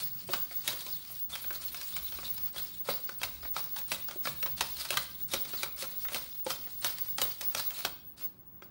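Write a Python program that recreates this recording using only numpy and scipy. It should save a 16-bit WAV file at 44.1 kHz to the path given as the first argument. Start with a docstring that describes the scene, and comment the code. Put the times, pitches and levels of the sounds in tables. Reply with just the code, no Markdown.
"""First come soft ventilation noise over a low rumble, a very high whistle and the rasp of gears: a small
plastic robot dog is walking on a tile floor in a live room, and it stops near the end. Its feet and loose
joints clack, made of noise cracks and ringing shell modes. Its geared servos chirp, squeal, zip and whir with
bending tones, and rasp with coloured noise and ticks. The motor drivers whistle on one pitch; decaying noise
echoes the robot."""
import sys
import numpy as np
from scipy import signal
from scipy.fft import rfft, irfft
from scipy.io import wavfile
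from scipy.ndimage import uniform_filter1d

SR = 44100
rng = np.random.default_rng(int(sys.argv[2]) if len(sys.argv) > 2 else 0)


def inscribe(sig):
    """Save sig as 16-bit PCM at rate SR to the path in sys.argv[1].

    A 1-D sig is mono; a 2-D sig holds one channel per row.
    Samples are clipped to [-1, 1] before scaling.
    """
    pcm = np.round(np.clip(np.atleast_2d(sig).T, -1, 1) * 32767)
    wavfile.write(sys.argv[1], SR, pcm.astype(np.int16))


N = 383669
T = np.arange(N) / SR


def undb(db):
    """Turn decibels into gain."""
    return 10 ** (np.asarray(db) / 20)


def unit(x):
    """Scale a sound to rms 1."""
    return x / np.sqrt(np.mean(x ** 2))


def add(track, start_s, sound):
    """Mix a sound into a track; one that would start before 0 starts at 0."""
    i = max(int(start_s * SR), 0)
    track[i:i + len(sound)] += sound[:N - i]


def band(x, lo_hz, hi_hz, order=2):
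    """Keep mainly the pitches between two limits."""
    hi_hz = min(hi_hz, SR / 2 - 100)
    return signal.sosfilt(signal.butter(order, [lo_hz, hi_hz], "band", fs=SR, output="sos"), x)


def colour(x, points):
    """Give a sound a smooth spectrum that falls away beyond the end points; rms 1."""
    hz, db = np.transpose(points)
    f = np.arange(1, N // 2 + 2) * SR / N
    skirt = np.minimum(f / hz[0], 1) ** 2 * np.minimum(hz[-1] / f, 1) ** 2
    gain = undb(np.interp(np.log(f), np.log(hz), db)) * skirt
    return unit(irfft(rfft(x) * gain, N))


def walk(rate):
    """A smooth random curve with spread 1 that heads for a new value rate times a second."""
    knots = rng.standard_normal(int(rate * N / SR) + 3)
    smooth = uniform_filter1d(np.repeat(knots, 4), 4)
    return unit(np.interp(T * rate * 4, np.arange(len(smooth)), smooth))


def ticks(rate, spread_db):
    """Random tiny impacts of uneven size, about rate of them a second; rms 1."""
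    struck = rng.random(N) < rate / SR
    size = rng.standard_normal(N)
    extra = undb(spread_db * np.minimum(rng.exponential(size=N), 4))
    return unit(struck * size * extra)


def bump(middle_s, half_s):
    """A smooth swell of height 1."""
    return np.exp(-np.minimum(((T - middle_s) / half_s) ** 2, 50))


# colour of the air noise: pitch_hz, level_db (relative)
AIR_COLOUR = [(150, 2), (220, 4), (300, 5.5), (450, -5), (1000, -6.5), (2500, -19.5), (7000, -25.5),
              (15000, -24)]
AIR_DB = -64
# low rumble, with swells where the microphone is handled; before trims and random swells:
# time_s, sub_bass_db, bass_db
RUMBLE = [(0.0, -69, -59.5), (1.28, -68, -64.5), (1.33, -59, -57.5), (1.87, -70, -67), (2.06, -56, -59.5),
          (3.15, -71, -64.5), (3.25, -56, -59), (4.19, -75, -60), (4.26, -60.5, -58.5), (5.79, -65, -64),
          (8.6, -66, -63.5), (8.7, -84, -65)]


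def ventilation(sub_db=0, bass_db=-1, sub_swell_db=2, bass_swell_db=3.0):
    """Soft air noise of the building over an uneven rumble in two narrow bands of noise."""
    times, subs, basses = np.transpose(RUMBLE)
    sub_level = np.interp(T, times, subs) + sub_db + sub_swell_db * walk(6)
    sub = undb(sub_level) * unit(band(rng.standard_normal(N), 45, 69.5))
    bass_level = np.interp(T, times, basses) + bass_db + bass_swell_db * walk(12)
    bass = undb(bass_level) * unit(band(rng.standard_normal(N), 99.5, 181.0))
    air = undb(AIR_DB + 1.0 * walk(7.8)) * colour(rng.standard_normal(N), AIR_COLOUR)
    return sub + bass + air


DRIVE_HZ = 15628
# average whistle level while walking and at rest (dB); when it starts to settle to rest (s)
DRIVE_DB, IDLE_DB, REST_S = -41.5, -53, 7.73
# the whistle swells where a motor holds against its load: middle_s, half_length_s, level_db (before hold_db)
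HOLDS = [(0.056, 0.032, -35), (0.413, 0.03, -34), (0.573, .035, -35), (0.935, .045, -36),
         (1.242, 0.03, -36), (2.308, 0.015, -36), (2.446, .025, -35), (2.644, 0.018, -37),
         (2.95, 0.027, -35), (3.63, 0.033, -36), (4.18, 0.013, -37), (4.503, .025, -35), (5.42, .02, -35),
         (7.1, 0.017, -35), (7.48, 0.031, -31), (7.684, 0.03, -33.5), (8.248, 0.032, -37)]


def drivers(hold_db=2, waver_db=4.0, dip_db=-9, dip_at_s=0.024, dip_s=0.019, settle_s=0.52, fringe_db=-14):
    """Motor drivers switch at one high pitch; it dips as strokes start, frayed throughout by random sidebands."""
    fringe = undb(fringe_db) * (walk(260) + 1j * walk(260))
    line = np.exp(1j * 1.3 * walk(36)) * undb(1.5 * walk(70)) + fringe
    whistle = unit(np.real(line * np.exp(2j * np.pi * DRIVE_HZ * T)))
    steady_db = np.interp(T, [REST_S, REST_S + settle_s], [DRIVE_DB, IDLE_DB]) + waver_db * walk(28)
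    dips = sum(bump(s + dip_at_s, dip_s) for s, *_ in STROKES)
    holds = sum(undb(db + hold_db) * bump(s, half_s) for s, half_s, db in HOLDS)
    return np.hypot(undb(steady_db + dip_db * dips), holds) * whistle


# the gait, often about three strokes a second; levels are before the mix settings of each sound:
# start_s, length_s, opening_chirp_db, push_off_db, leg_travel_db
STROKES = [(-.06, 0.34, -70, -40, -57.5), (0.269, 0.53, -40, -39.5, -54), (0.628, 0.56, -51, -40, -52),
           (1.286, 0.27, -51, -48.5, -51.5), (1.596, 0.092, -70, -52, -49.5), (1.707, .18, -51, -50, -49.5),
           (1.896, 0.31, -60, -45, -51), (2.2134, 0.25, -44, -47.5, -53.5), (2.523, 0.24, -43, -43.5, -54),
           (2.836, .3, -48, -40.5, -55.5), (3.183, .29, -38, -42.5, -57),
           (3.527, 0.35, -38.5, -40.5, -56.5), (3.873, 0.3, -38.5, -42, -57),
           (4.2154, 0.31, -47, -39.5, -56.5), (4.561, .17, -54, -44.5, -48), (4.75, 0.1, -70, -41, -45),
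           (4.86, 0.12, -47.5, -40.5, -48.5), (4.95, 0.27, -70, -43.5, -56.5),
           (5.274, 0.18, -43, -40, -51.5), (5.474, 0.16, -65, -61, -46.5),
           (5.7575, 0.28, -43, -40.5, -54.5), (6.092, 0.3, -50, -38.5, -56.5),
           (6.441, 0.35, -36, -39.5, -56), (6.8065, 0.31, -38, -36.5, -55.5),
           (7.168, 0.37, -39, -39.5, -52.5), (7.534, 0.36, -42, -37.5, -55), (7.73, 0.12, -65, -44, -49),
           (8.165, 0.049, -67.5, -50.5, -55)]
SPIN_UP_S, RUN_DOWN_S = 0.016, 0.042  # the motors start and stop
PUSH_S, PUSH_DECAY_S = 0.065, 0.05  # the push-off builds up, then dies away
RETURN_S, RETURN_WIDTH_S = 0.268, 0.021  # a second effort pulls the leg back
RETURN_DB = -3  # that effort, relative to the travel it adds to


def effort(free_db=0):
    """How hard the servos work: push off, carry the leg, pull it back, stop; free_db weights the travel."""
    power = np.zeros(N)
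    for s, length_s, _, push_db, travel_db in STROKES:
        near = (T > s) & (T < s + length_s + .5)
        age = T[near] - s
        running = np.minimum(age / SPIN_UP_S, 1) * np.exp(-np.maximum(age - length_s, 0) / RUN_DOWN_S)
        push = np.minimum(age / PUSH_S, 1) * np.exp(-np.maximum(age - PUSH_S, 0) / PUSH_DECAY_S)
        travel = 1 + undb(RETURN_DB) * np.exp(-((age - RETURN_S) / RETURN_WIDTH_S) ** 2)
        push_power = (undb(push_db) * push) ** 2
        travel_power = (undb(travel_db + free_db) * travel) ** 2
        power[near] += running ** 2 * (push_power + travel_power)
    return np.sqrt(power)


JOLT_S = 0.031  # a blow's load on the gears dies away with this time constant


def jolts(give=0.66, typical_db=-38, rise_s=0.014, hard_share=0.18):
    """Every blow throws weight on the gears; the legs give, so loud blows add less than their share."""
    power, t = np.zeros(N), np.arange(SR // 3) / SR
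    for s, level_db, hardness_db, _ in BLOWS:
        size = undb(typical_db + give * (level_db - typical_db) + hard_share * hardness_db)
        load = size * np.minimum(t / rise_s, 1) * np.exp(-t / JOLT_S)
        add(power, s, load ** 2)
    return np.sqrt(power)


def swirl():
    """Many servos share the work, so each third-octave of their noise swells by itself."""
    edges_hz = 1000 * 2 ** (np.arange(13) / 3)
    total = np.zeros(N)
    for lo_hz, hi_hz in zip(edges_hz, edges_hz[1:]):
        swell = undb(2.5 * walk(50))
        total += swell * band(rng.standard_normal(N), lo_hz, hi_hz)
    return unit(total)


def whir(whir_hz=4400, hunt=.17, glide=35000, ragged=0.202, bending=0.0398, squeal_s=.011, count=330):
    """Motors hunt around their speed: a running stream of faint, bright squeals, mostly falling."""
    when, tune, slope, size = rng.uniform(-1, 1, (count, 4)).T
    starts = (np.arange(count) + .5 + .5 * when) / count * T[-1]
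    pitches = whir_hz * (1 + hunt * tune)
    glides = glide * (slope - .3)  # Hz per second
    rows = zip(starts, pitches, glides, 6 * size)
    return unit(squeals(rows, third_db=-5, length_s=squeal_s, ragged=ragged, bending=bending))


# colours of the two gear noises: pitch_hz, level_db (relative)
RASP_COLOUR = [(1100, -7), (2000, -3.5), (3100, -0.5), (4100, 3), (5200, 1), (7300, -4), (9400, 0),
               (10500, -4), (15500, -5)]
GRIND_COLOUR = [(130, 7), (350, -13.5), (530, 6), (900, 3), (1350, 5.5), (1800, -5), (2600, -10),
                (4000, -26)]


def gears(rasp_db=-1.0, grind_db=-8.5, whir_db=-5, tooth_db=-5, shake_db=-12, drag_db=-12, unloaded_db=-5,
          uneven_db=1.23, catch_db=3, chatter_db=1.5):
    """Teeth tick and rasp in the gearboxes, and grind lower when a leg carries weight."""
    uneven, weight = undb(uneven_db * walk(30)), jolts()
    drive = np.hypot(effort() * uneven, undb(shake_db) * weight) * undb(chatter_db * walk(220))
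    drag = undb(drag_db + catch_db * walk(22)) * effort(free_db=unloaded_db) * uneven
    load = np.hypot(undb(grind_db) * weight, drag)
    teeth = ticks(rate=900, spread_db=2.0)
    rasp = colour(swirl() + undb(tooth_db) * teeth, RASP_COLOUR)
    grind = colour(.5 * rng.standard_normal(N) + teeth, GRIND_COLOUR)
    return drive * (undb(rasp_db) * rasp + undb(whir_db) * whir()) + load * grind


def strokes(chirp_db=-1, start_hz=9400, end_hz=4300, sweep_s=.02, mesh_db=0, last_s=0.023):
    """Each stroke opens with a rough, falling chirp as the motor takes up the load."""
    out, t = np.zeros(N), np.arange(SR // 12) / SR
    for s, _, db, *_ in STROKES:
        pace, tune = rng.uniform(-1, 1, 2)
        waver = unit(uniform_filter1d(rng.standard_normal(len(t)), SR // 300))
        fall = np.exp(-(t / (sweep_s * np.exp(0.164 * pace))) ** 2)
        pitch = (end_hz + (start_hz - end_hz) * fall) * (1 + 0.0274 * tune + 0.054 * waver)
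        # the chirp sounds where it crosses the two resonances of the servo case
        upper = undb(chirp_db) * np.exp(-((pitch - 8700) / 650) ** 2)
        lower = undb(mesh_db) * np.exp(-((pitch - 4800) / 700) ** 2)
        fade = np.minimum(t / 0.0053, 1) * np.exp(-(t / last_s) ** 2)
        rough_pitch = pitch * (1 + 0.091 * rng.standard_normal(len(t)))
        tone = np.sin(2 * np.pi * np.cumsum(rough_pitch) / SR)
        add(out, s, undb(db) * (upper + lower) * fade * tone)
    return out


# soft, flat landings that set a leg wobbling: start_s, pitch_hz, level_db (before the fades)
THUDS = [(.287, 560, -38), (2.887, 496, -23.5), (4.158, 365, -35.5), (6.464, 524, -25), (6.47, 528, -28)]


def thuds(decay_s=0.0055, overtone_db=-5):
    """A leg bends in its two lowest modes and dies out within a few cycles."""
    out, t = np.zeros(N), np.arange(SR // 12) / SR
    for s, hz, db in THUDS:
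        overtone = undb(overtone_db) * np.sin(2 * np.pi * 1.66 * hz * t)
        wobble = np.sin(2 * np.pi * hz * t) + overtone
        add(out, s, undb(db) * wobble * np.minimum(t / 0.0014, 1) * np.exp(-t / decay_s))
    return out


# ringing of the plastic legs and shell, before small random changes at each blow:
# pitch_hz, level_db, t60_s (time to fade by 60 dB)
SHELL = [(364, -2.5, 0.029), (544, -2, 0.058), (683, 7.5, 0.014), (840, 2, 0.0028), (1003, 6.5, 0.0053),
         (1274, 2, 0.014), (1342, 5.5, 0.012), (1565, -1, 0.027), (1894, -3.5, 0.015), (2224, 6.5, 0.0083),
         (2544, 4.5, 0.013), (3174, 3.5, 0.023), (3804, 8.5, 0.011), (4070, -11.5, 0.011),
         (4580, 13.5, 0.005), (4200, -16, .018), (5670, 1, 0.013), (10070, 1.5, 0.0064)]


def blow(t, crack_s=0.002, crack_db=11, ring_s=0.0087, ring_db=-3, modes_db=-4, scatter_db=2, play_s=.006,
         rebound=0.67, rattle_db=-6, rattle_s=0.017):
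    """One hard contact: a crack and the shell's modes, struck again as slack joints rebound and rattle."""
    hz, db, t60 = np.transpose(SHELL)[:, :, None]
    detune, strength, side = rng.standard_normal((3, len(SHELL), 1))
    # the pose of the leg shifts each mode a little
    pitch = hz * (1 + .02 * detune)
    size = np.sign(side) * undb(db + scatter_db * strength)
    modes = size * np.sin(2 * np.pi * pitch * t) * np.exp(-np.log(1000) * t / t60)
    crack_fade = undb(crack_db) * np.exp(-t / crack_s) + undb(ring_db) * np.exp(-t / ring_s)
    crack = rng.standard_normal(len(t)) * crack_fade
    ring = (undb(modes_db) * modes.sum(0) + crack) * np.minimum(t / 0.00098, 1)
    sizes = rng.uniform(-1, 1, len(t))
    # rattling contacts strike at random, about 300 a second, ever more weakly
    contacts = (rng.random(len(t)) < 300 / SR) * sizes * undb(rattle_db) * np.exp(-t / rattle_s)
    contacts[0] = 1
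    for when, strike in rng.random((3, 2)):
        contacts[1 + int(when * play_s * SR)] += rebound * strike
    return signal.fftconvolve(contacts, ring)[:len(t)]


# feet landing and joints hitting their stops, before the mix settings:
# start_s, level_db, hardness_db (tilt per register), hollow_db (extra hollow ring of the shell)
BLOWS = [(0.29, -42.5, -4.5, -7.5), (0.334, -32.5, 1.5, 4.5), (.51, -55, -4, 6.5), (.677, -31.5, 7, -2.5),
         (0.684, -39.5, 0.5, 0), (.729, -41.5, 3.5, -6), (.806, -54, 13.5, 6), (.864, -42.5, 3, -4),
         (1.354, -47.5, 9.5, 12.5), (1.441, -50.5, -0.5, 5.5), (1.505, -49.5, -3, 9),
         (1.528, -46.5, 8, -13), (1.744, -44.5, 4.5, 4), (1.812, -59.5, 16, 18.5), (1.965, -45.5, 9, 9),
         (2.122, -46, 4, -0.5), (2.186, -48.5, -2.5, 4), (2.23, -55.5, -5, 7), (2.378, -51, 8.5, 4),
         (2.561, -43.5, 0, -1), (2.888, -41, -6.5, 5.5), (3.091, -47, -2, 8), (3.215, -41, 2.5, 1.5),
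         (3.232, -35, 6, 5), (3.43, -57, -5.5, 8), (3.45, -50, -3, 4), (3.564, -39, -0.5, 7),
         (3.762, -45, 5.5, 6.5), (3.785, -43, 7.5, -3), (3.917, -31.5, 3.5, 0.5), (4.085, -44, 1.5, 2),
         (4.11, -44, 3, 0), (4.254, -40.5, -1, 6), (4.271, -39, -2, 7), (4.427, -37.5, 3, 2),
         (4.461, -41.5, 2.5, 4.5), (4.608, -28.5, 3.5, 1.5), (4.852, -46.5, 8, 8.5),
         (4.905, -29.5, 3.5, -4), (4.926, -44.5, 6, 5), (4.94, -40, 1.5, 2), (4.971, -32.5, 6.5, 9.5),
         (5.336, -27, 3, -6.5), (5.449, -46, 4, -4), (5.534, -42, -1.5, 0), (5.631, -32.5, 3.5, 0.5),
         (5.823, -37, 2.5, -6.5), (6.049, -51, -0.5, 7.5), (6.084, -43.5, 3.5, 4), (6.118, -50, -3, -1),
         (6.145, -32.5, 3.5, -4), (6.465, -40.5, -1.5, -3), (6.504, -33.5, 3, 0.5), (6.67, -55, -4, 0),
         (6.845, -30.5, 5, -1), (6.984, -48, 9.5, 3), (7.183, -34, 3, 0), (7.216, -26.5, 4, -5.5),
         (7.41, -38, 6, -3.5), (7.548, -32, 3.5, -2), (7.579, -42, 7, -5), (7.705, -47, 7.5, 1),
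         (7.849, -28, 2.5, -1.5), (8.621, -55, -4.5, 5.5)]
# registers of a blow, from the whole body to the contact point: low_hz, high_hz
REGISTERS = [(240, 900), (900, 2300), (2300, 6000), (6000, 17000)]
# one value per register: level_db of an average blow, added to its own level
REGISTER_DB = [-3.5, 0, 0, -8.5]
# one value per register: share of the hollow ring (0 to 1)
HOLLOW = [0, 1, 0.44, 0]


def feet(blow_db=-1, thump_db=-15, thump_s=0.069, scuff_db=-12):
    """A foot scuffs, then lands: flat landings knock and thump the floor, glancing ones tick and snap."""
    out, t = np.zeros(N), np.arange(SR // 10) / SR
    lead = np.arange(-SR // 100, 0) / SR  # the moments just before contact
    swell = np.exp(lead / .002)
    height = np.arange(len(REGISTERS)) - (len(REGISTERS) - 1) / 2
    for s, level_db, hardness_db, hollow_db in BLOWS:
        hit = blow(t)
        levels = level_db + np.array(REGISTER_DB) + hardness_db * height + hollow_db * np.array(HOLLOW)
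        for (lo_hz, hi_hz), db in zip(REGISTERS, levels):
            part = band(hit, lo_hz, hi_hz, order=3)
            # the level is set over the first 8 ms
            add(out, s, part * undb(db + blow_db) / np.std(part[:SR // 125]))
            scuff = unit(band(rng.standard_normal(len(lead)), lo_hz, hi_hz)) * swell
            add(out, s + lead[0], undb(db + scuff_db) * scuff)
        thump = unit(band(rng.standard_normal(len(t)), 77, 316)) * np.exp(-t / thump_s)
        add(out, s, undb(levels[0] + thump_db) * thump)
    return out


def joints(click_db=-54, spread_db=3, count=24):
    """Slack joints click faintly at random while the robot walks."""
    out, t = np.zeros(N), np.arange(SR // 10) / SR
    for when, size in rng.random((count, 2)):
        click = band(blow(t), 900, 12000)
        level = undb(click_db + spread_db * (2 * size - 3))
        add(out, when * STROKES[-1][0], click * level / np.std(click[:SR // 125]))
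    return out


# the loudest gear squeals: middle_s, pitch_hz, glide_hz_per_s, level_db (before the lift in scene)
SQUEALS = [(.694, 3900, 10000, -38), (.933, 4500, -60000, -43.5), (1.343, 3370, -10000, -40.5),
           (1.941, 3600, 20000, -44), (2.058, 4030, 0, -49), (2.26, 3870, 15000, -42),
           (2.582, 3410, 20000, -43.5), (2.609, 4310, -10000, -50), (2.919, 3970, -10000, -43),
           (4.984, 4240, -10000, -40), (5.363, 3890, 7, -41), (5.585, 4120, -50000, -42),
           (6.872, 3960, -60000, -41), (7.234, 3790, -20000, -41), (7.6, 4000, -10000, -41.5),
           (7.807, 4330, -60000, -56)]


def squeals(rows, third_db=-15, length_s=0.016, broken_db=3, ragged=.13, bending=.02):
    """The gear mesh sings briefly on a bending, broken pitch, with a third harmonic."""
    out, t = np.zeros(N), np.arange(-SR // 25, SR // 25) / SR
    for s, hz, glide, db in rows:
        noises = rng.standard_normal((2, len(t)))
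        bend, grip = (unit(uniform_filter1d(noise, SR // 250)) for noise in noises)
        slide = glide * length_s * np.tanh(t / length_s)
        pitch = hz * (1 + bending * bend + ragged * rng.standard_normal(len(t))) + slide
        phase = 2 * np.pi * np.cumsum(pitch) / SR
        tone = np.sin(phase) + undb(third_db) * np.sin(3 * phase)
        add(out, s + t[0], undb(db + broken_db * grip) * np.exp(-(t / length_s) ** 2) * tone)
    return out


# while the robot shuffles round, one motor zips once a gait cycle: first zip (s), period (s), level (dB)
ZIP_FIRST_S, ZIP_PERIOD_S, ZIP_DB = 1.118, .306, -39.5


def zips(zip_hz=13200, fall_hz_per_s=130000, half_s=0.012, rough=0.126, count=5):
    """A lightly loaded motor brakes with a thin, rough, falling zip high in the treble."""
    out, t = np.zeros(N), np.arange(-SR // 30, SR // 30) / SR
    for s in ZIP_FIRST_S + ZIP_PERIOD_S * np.arange(count):
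        roughness = unit(uniform_filter1d(rng.standard_normal(len(t)), size=6))
        pitch = (zip_hz - fall_hz_per_s * t) * (1 + rough * roughness)
        tone = np.sin(2 * np.pi * np.cumsum(pitch) / SR)
        add(out, s + t[0], undb(ZIP_DB) * np.exp(-(t / half_s) ** 2) * tone)
    return out


# how long the room's echoes last: pitch_hz, t60_s (time to fade by 60 dB)
ROOM_T60 = [(200, 0.37), (1000, 0.43), (4000, 0.49), (9000, 0.061), (15000, 0.6)]


def room(x, wet_db=-11.0, build_s=0.0021):
    """Diffuse echoes from floor and walls, each octave dying at its own pace."""
    t, tail = np.arange(SR * 2 // 3) / SR, 0
    hz, t60 = np.transpose(ROOM_T60)
    for centre in 125 * 2. ** np.arange(8):
        decay = np.exp(-np.log(1000) * t / np.interp(np.log(centre), np.log(hz), t60))
        octave = band(rng.standard_normal(len(t)), centre / np.sqrt(2), centre * np.sqrt(2))
        tail = tail + octave * decay
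    tail = tail * (1 - np.exp(-t / build_s))
    return x + undb(wet_db) * signal.fftconvolve(x, tail / np.linalg.norm(tail))[:N]


def scene():
    """The robot echoes in its room; the whistle and the ventilation are added without echo."""
    servos = gears() + strokes() + undb(1.0) * squeals(SQUEALS) + zips()
    body = thuds() + feet() + joints()
    return (ventilation() + drivers() + room(servos + body))[None]


TOP_HZ = 16100


def record(dry):
    """The microphone's top is cut steeply."""
    return signal.sosfilt(signal.ellip(10, .1, 80, TOP_HZ, fs=SR, output="sos"), dry)


dry = scene()
out = record(dry)
inscribe(out)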